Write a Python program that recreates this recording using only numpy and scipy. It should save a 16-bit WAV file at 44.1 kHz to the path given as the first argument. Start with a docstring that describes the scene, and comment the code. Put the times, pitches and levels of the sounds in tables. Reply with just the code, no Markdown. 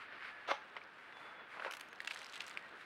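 """Pheasants foraging in a wood

Feet on wet mud and dead leaves: a scuff swells and ends in a hollow thump; later come dull pats,
crisp ticks, snapping litter over a fine crackle, and one click of a beak or twig. Contacts are
damped sines with a spray of debris; scrapes and rustles are dense tiny impacts.
Behind them the wood rushes softly and small birds whistle far away."""
import sys
import numpy as np
from scipy import signal
from scipy.fft import rfft, irfft, next_fast_len
from scipy.io import wavfile
from scipy.ndimage import map_coordinates

SR = 44100
rng = np.random.default_rng(int(sys.argv[2]) if len(sys.argv) > 2 else 0)


def wrap_up_sound(samples):
    """Save the sound to the file named by the first command line argument, as 16-bit audio."""
    columns = np.atleast_2d(samples).T
    # keep every value between -1 and 1, then stretch to whole-number steps
    tamed = np.clip(columns, -1, 1)
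    steps = np.round(tamed * 32767).astype(np.int16)
    wavfile.write(sys.argv[1], SR, steps)


N = 125685
T = np.arange(N) / SR
TOP_HZ = 15820

# debris spectrum of pats and thumps: f/Hz, level/dB
DULL_DEBRIS = [(100, -7), (300, -13), (520, 8), (750, 1.5), (1500, 2.5), (2300, 2), (4000, -8), (6300, -26),
               (7500, -42), (15000, -67)]
# debris spectrum of snaps and the peck: f/Hz, level/dB
BRIGHT_DEBRIS = [(200, -54), (900, -15), (1600, -1.5), (2600, -10), (3500, -7), (4800, -12.5), (6000, -28),
                 (8500, -24.5), (11500, -41.5), (15000, -34)]


def amp(db):
    """Decibels to gain."""
    return 10 ** (np.asarray(db) / 20)


def unit(x):
    """Scale to rms 1."""
    return x / np.sqrt(np.mean(x ** 2) + 1e-20)


def along(points, hz):
    """Interpolate (f/Hz, value) points over log frequency."""
    f, values = np.transpose(points)
    return np.interp(np.log(hz + 1), np.log(f + 1), values)


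def level(rows):
    """Gain per sample from (t/s, level/dB) points."""
    return amp(np.interp(T, *np.transpose(rows)))


def add(track, at_s, sound):
    """Mix a sound into a track."""
    part = track[int(at_s * SR):][:len(sound)]
    part += sound[:len(part)]


def filtered(x, response):
    """Apply a frequency response, given as a function of f/Hz."""
    size = next_fast_len(N + SR // 2)
    return irfft(rfft(x, size) * response(np.fft.rfftfreq(size, 1 / SR)), size)[:N]


def coloured(x, spectrum):
    """Minimum-phase filter from (f/Hz, level/dB) points; output at rms 1."""
    size = 4096
    gain = amp(along(spectrum, np.fft.rfftfreq(size, 1 / SR)))
    cepstrum = irfft(np.log(gain))
    cepstrum[1:size // 2] *= 2
    cepstrum[size // 2 + 1:] = 0
    impulse = irfft(np.exp(rfft(cepstrum)))
    return unit(signal.fftconvolve(x, impulse)[:N])


def noise(spectrum):
    """Coloured Gaussian noise at rms 1."""
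    return coloured(rng.standard_normal(N), spectrum)


def wobble(rate_hz):
    """Smooth random curve, rate_hz knots a second."""
    return map_coordinates(rng.standard_normal(4096), [T * rate_hz], mode="wrap")


def grains(rate_hz, spread_db):
    """Random tiny impacts of uneven size."""
    impacts = (rng.random(N) < rate_hz / SR) * rng.choice([-1, 1], N)
    return impacts * amp(spread_db * np.minimum(rng.exponential(size=N), np.pi))


def burst(t60_s, attack_s):
    """Envelope: fast rise, exponential decay."""
    t = T[:SR // 12]
    return (1 - np.exp(-t / attack_s)) * np.exp(-np.log(1000) * t / t60_s)


def swell(at_s, half_s):
    """Gaussian bump, down to 1/e at half_s from its centre."""
    return np.exp(-np.minimum(((T - at_s) / half_s) ** 2, 20))


def contacts(rows, spectrum, debris_db, debris_t60_s, debris_attack_s):
    """Each contact: a few damped cycles and a spray of disturbed debris."""
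    ring, spray, t = np.zeros(N), np.zeros(N), T[:SR // 40]
    for at_s, db, hz, rise_ms in rows:
        u = t / (rise_ms * 1e-3)
        add(ring, at_s, amp(db) * u * np.exp(1 - u) * np.sin(2 * np.pi * hz * t))
        add(spray, at_s, amp(db + debris_db) * burst(debris_t60_s, debris_attack_s))
    return ring + spray * noise(spectrum)


def scuff():
    """Dense scraping grains and a few heavy blows, both ringing in hollow resonances."""
    # scrape envelope: t/s, relative level/dB
    contour = [(.471, -80), (.477, -41), (.492, -39), (.505, -36.5), (.514, -30), (.523, -42.5),
               (.548, -46), (.585, -55.5), (.64, -80)]
    # scrape spectrum: f/Hz, level/dB
    spectrum = [(100, -31), (280, -12), (600, -2), (1400, 1), (1900, -5), (2300, -4), (3600, -5),
                (5100, -17), (6100, -14.5), (7200, -31), (11000, -36.5), (15500, -50)]
    # hollow resonances: f/Hz, bandwidth/Hz, gain/dB
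    modes = [(558, 25, -1.5), (655, 45, -3), (812, 35, 2), (856, 35, 4), (1015, 35, -4), (1143, 45, 0),
             (1360, 70, 0), (1655, 35, -1), (2133, 50, 0), (2374, 25, -3), (2635, 70, -10)]
    # heavy blows: t/s, level/dB, f/Hz, rise/ms
    blows = [(.4885, -30, 766, .85), (0.5122, -24, 1300, 0.53), (0.5157, -20, 818, 0.36)]

    def hollow(f):
        """Resonators of alternating sign, rolled off above 5 kHz."""
        response = sum((-1) ** k * amp(db) * 1j * f * width / (hz * hz - f * f + 1j * f * width)
                       for k, (hz, width, db) in enumerate(modes))
        return response / (1 + (f / 5000) ** 2)

    scrape = amp(-6) * level(contour) * coloured(grains(rate_hz=10000, spread_db=2.0), spectrum)
    drive = amp(14) * level(contour) * unit(grains(rate_hz=5800, spread_db=-1.5))
    for at_s, db, _, _ in blows:
        add(drive, at_s, amp([db + 21]))
    thumps = contacts(blows, DULL_DEBRIS, debris_db=-16, debris_t60_s=0.032, debris_attack_s=0.00022)
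    return scrape + thumps + filtered(drive, hollow)


def pats():
    """Dull contacts on soft ground."""
    # pats: t/s, level/dB, f/Hz, rise/ms
    hits = [(.1238, -43.5, 1830, 0.47), (.6175, -45.5, 1630, 0.78), (.7592, -45, 1170, 0.42),
            (.7657, -38, 1980, 1.1), (.7725, -41, 2130, 0.53), (.7668, -40.5, 1000, 0.97),
            (.7828, -46, 1920, 0.49), (.8160, -43.5, 2320, .9), (1.1252, -39, 2060, 0.21),
            (1.1698, -40, 1030, 0.19), (1.5712, -39, 1160, 0.4), (1.5971, -30, 1550, 0.32),
            (1.6218, -36, 1510, 1.3), (1.6479, -26.5, 1420, 0.39), (1.6608, -34, 547, 1.6),
            (1.6662, -41.5, 940, 2.3), (1.6711, -39.5, 1460, 0.77), (1.6785, -38.5, 1360, 1),
            (1.7014, -41.5, 1410, 1.5), (1.9288, -38.5, 1870, 0.21)]
    return contacts(hits, DULL_DEBRIS, debris_db=-12, debris_t60_s=0.045, debris_attack_s=0.00065)


def snaps():
    """Litter snapping, with a short bright spray."""
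    # snaps: t/s, level/dB, f/Hz, rise/ms
    hits = [(.7662, -42.5, 2940, 0.85), (.8385, -52, 4820, 0.27), (2.0034, -29.5, 1890, 0.58),
            (2.0478, -33.5, 1840, 0.19), (2.0742, -27.5, 2780, 0.16), (2.0760, -28.5, 2700, 0.68),
            (2.1098, -29.5, 2500, 0.38), (2.1125, -35, 2440, 0.5), (2.1600, -36.5, 1820, 0.39),
            (2.2170, -38, 2170, 0.41), (2.3568, -35.5, 3150, 0.24), (2.3639, -38.5, 3020, 0.26),
            (2.4043, -37.5, 3580, 0.42), (2.4062, -32.5, 2740, 0.46), (2.4803, -36.5, 2200, 0.15),
            (2.5110, -35, 1830, 0.22), (2.8115, -43.5, 1680, 0.64)]
    return contacts(hits, BRIGHT_DEBRIS, debris_db=-11, debris_t60_s=0.024, debris_attack_s=0.0001)


def peck():
    """One rounded click of a beak or twig, and a trace of debris."""
    at_s, peak_db, hz, width_s = 2.5739, -25, 2270, 0.00049
    t = T - at_s
    click = np.cos(2 * np.pi * hz * t) / (1 + (t / width_s) ** 2) ** 1.6
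    spray = np.zeros(N)
    add(spray, at_s, amp(peak_db - 12.5) * burst(t60_s=0.012, attack_s=0.00017))
    return amp(peak_db) * click + spray * noise(BRIGHT_DEBRIS)


def ticks():
    """Short bright scratches, each starting with a sharp contact."""
    # scratches: t/s, level/dB, t60/s
    scratches = [(1.7098, -37, 0.024), (1.7213, -40.5, 0.029), (1.7363, -38, 0.024), (1.749, -45.5, 0.03),
                 (1.7690, -38.5, 0.017), (1.797, -40.5, 0.012), (1.8078, -41.5, 0.014),
                 (1.81, -38.5, 0.015), (1.8865, -50, 0.014), (1.9296, -50, 0.016)]
    # scratch spectrum: f/Hz, level/dB
    spectrum = [(200, -16), (1000, 1), (1700, 2.5), (2900, 2.5), (3600, -6), (6500, -8.5), (8000, -15),
                (9500, -13), (13000, -19.5), (15800, -26)]
    envelope = np.zeros(N)
    for at_s, db, t60_s in scratches:
        add(envelope, at_s, amp(db) * burst(t60_s, attack_s=0.0012))
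        add(envelope, at_s, amp(db - 0.5) * burst(t60_s=0.0028, attack_s=0.00005))  # first contact
    return envelope * noise(spectrum)


def cracks():
    """Single fibres breaking, each a noise burst around its own resonance."""
    # fractures: t/s, level before the treble cut/dB, f/Hz
    fractures = [(1.9583, -50.5, 4400), (2.018, -50, 9500), (2.0467, -54, 7000), (2.0744, -35, 4670),
                 (2.1068, -37, 3200), (2.1187, -48, 10000), (2.134, -46, 7500), (2.146, -40, 7800),
                 (2.1787, -57, 7000), (2.191, -42.5, 5200), (2.217, -44, 6500), (2.2453, -41, 4930),
                 (2.266, -41.5, 4700), (2.2973, -42.5, 4500), (2.3245, -48, 6740), (2.339, -42, 3750),
                 (2.343, -43, 3580), (2.357, -41, 8200), (2.3775, -46, 7800), (2.406, -37, 4870),
                 (2.466, -40, 5500), (2.4803, -40.5, 8100), (2.496, -44, 6840)]
    treble_cut = [(7000, -1), (15000, -9.5)]  # f/Hz, gain/dB
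    out, envelope = np.zeros(N), burst(t60_s=0.0078, attack_s=0.00033)
    for at_s, db, hz in fractures:
        b, a = signal.iirpeak(hz, Q=2.6, fs=SR)
        fibre = unit(signal.lfilter(b, a, rng.standard_normal(len(envelope))))
        add(out, at_s, amp(db) * envelope * fibre)
    return filtered(out, lambda hz: amp(along(treble_cut, hz)))


def crackle():
    """Clumps of fibres breaking in trodden litter, each a spray of tiny grains."""
    # crackle envelope: t/s, level/dB
    contour = [(.58, -85), (.62, -72), (1.0, -72.5), (1.06, -100), (1.98, -70), (2.0, -65), (2.07, -61),
               (2.12, -52), (2.21, -53.5), (2.27, -60.5), (2.31, -62), (2.36, -52.5), (2.39, -62),
               (2.415, -54), (2.44, -58), (2.49, -56), (2.56, -66), (2.85, -72)]
    # fibre spectrum: f/Hz, level/dB
    spectrum = [(400, -11), (1500, 2), (2500, 8), (4000, 4), (6000, -8.5), (9000, -12), (12000, -21),
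                (15800, -35)]
    onsets = np.abs(grains(rate_hz=600, spread_db=-1.5))
    clumps = signal.fftconvolve(onsets, burst(t60_s=0.0082, attack_s=0.0001))[:N]
    fibres = coloured(grains(rate_hz=8000, spread_db=2.2), spectrum)
    return level(contour) * unit((unit(clumps) + 0.21) * fibres)


def rustles():
    """Leaves stirring: swells of faint grains under a thin hiss."""
    # stirrings: t/s, half-width/s, body level/dB, hiss level/dB
    stirrings = [(0.007, 0.04, -52, -76.5), (0.15, 0.059, -54.5, -85), (0.265, 0.044, -49, -75.5),
                 (0.412, 0.17, -57.5, -83), (1.047, 0.077, -59.5, -80.5), (1.205, .05, -64, -77.5),
                 (1.281, 0.075, -57.5, -80), (1.545, 0.042, -55, -75), (1.65, 0.036, -51, -70.5),
                 (1.829, 0.04, -58, -83), (2.45, 0.11, -59, -91), (2.647, 0.036, -67, -83),
                 (2.812, 0.041, -57, -75.5)]
    # leaf body spectrum: f/Hz, level/dB
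    body_spectrum = [(200, -17), (600, -23.5), (1150, 3.5), (1600, 6.5), (2250, 5), (3200, -6), (5000, -16),
                     (7000, -42.5), (15000, -73)]
    # leaf hiss spectrum: f/Hz, level/dB
    hiss_spectrum = [(2000, -31), (4000, 4.5), (6000, 0.5), (7500, -1.5), (9500, -2), (12000, -9),
                     (15500, -27)]
    body_power, hiss_power = np.zeros(N), np.zeros(N)
    for at_s, half_s, body_db, hiss_db in stirrings:
        body_power += amp(body_db) ** 2 * swell(at_s, half_s)
        hiss_power += amp(hiss_db) ** 2 * swell(at_s, half_s)
    leaves = coloured(grains(rate_hz=3000, spread_db=2.5), body_spectrum)
    return np.sqrt(body_power) * leaves + np.sqrt(hiss_power) * noise(hiss_spectrum)


def shuffles():
    """Shuffling on mud: swells of muffled grains."""
    # shuffles: t/s, half-width/s, level/dB
    moves = [(0.32, 0.094, -63.5), (1.256, 0.088, -58), (1.637, 0.07, -52), (2.187, 0.16, -62.5)]
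    # mud spectrum: f/Hz, level/dB
    spectrum = [(100, -27), (280, -11), (530, -1.5), (950, 3.5), (1500, 0.5), (4000, -78), (15000, -85)]
    power = sum(amp(db) ** 2 * swell(at_s, half_s) for at_s, half_s, db in moves)
    return np.sqrt(power) * coloured(grains(rate_hz=1500, spread_db=1.5), spectrum)


def birds():
    """Thin far-off whistles: gliding sines with a slight waver."""
    # notes: t/s, length/s, start f/Hz, end f/Hz, level/dB
    notes = [(.28, .19, 1730, 1685, -57), (1.12, .09, 3440, 3455, -64.5), (1.212, .12, 3480, 3435, -66),
             (1.335, .12, 3430, 3405, -65), (1.905, .028, 6750, 6100, -73.5), (2.6, .085, 1900, 1880, -57)]
    out, waver = np.zeros(N), 1 + 0.0046 * wobble(rate_hz=120)
    for at_s, length_s, start_hz, end_hz, db in notes:
        u = np.linspace(0, 1, int(length_s * SR))
        hz = (start_hz + (end_hz - start_hz) * u) * waver[int(at_s * SR):][:len(u)]
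        envelope = amp(db) * np.sqrt(np.abs(np.sin(np.pi * u)))
        add(out, at_s, envelope * np.sin(2 * np.pi * np.cumsum(hz) / SR))
    return out


def trees(x):
    """Diffuse echo from trunks and branches."""
    # echo decay: f/Hz, t60/s
    decay = [(200, 0.13), (2000, 0.21), (10000, 0.35)]
    hz, t, spectra = signal.stft(rng.standard_normal(SR // 2), SR, nperseg=256)
    fade = amp(-60 * t / along(decay, hz)[:, None])
    tail = signal.istft(spectra * fade, SR, nperseg=256)[1]
    return signal.fftconvolve(x, tail / np.linalg.norm(tail))[:N]


def air():
    """Soft rush of the wood; the level flickers slightly."""
    # rush spectrum: f/Hz, level/dB
    spectrum = [(25, -29), (60, -17.5), (130, -10.5), (260, -5.5), (700, -3), (1000, -2.5), (1550, 3.5),
                (2100, -4.5), (2900, -10), (4000, -18), (5200, -30), (7000, -42), (9500, -41.5),
                (12500, -50), (15800, -38)]
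    return noise(spectrum) * amp(-57.5 + 1.38 * wobble(rate_hz=20))


def scene():
    """Near foraging, far birds, their faint echo and the background, in mono."""
    low_cut_hz = 298  # light feet on soft ground make no bass
    near = pats() + snaps() + scuff() + peck() + ticks() + cracks() + crackle()
    near = signal.sosfilt(signal.butter(4, low_cut_hz, "high", fs=SR, output="sos"), near)
    song = birds()
    echo = trees(amp(-14) * near + amp(-8) * song)
    return (near + song + echo + rustles() + shuffles() + air())[None]


def record(dry):
    """Brick-wall low-pass at TOP_HZ."""
    return filtered(dry[0], lambda hz: hz < TOP_HZ)[None]


dry = scene()
out = record(dry)
wrap_up_sound(out)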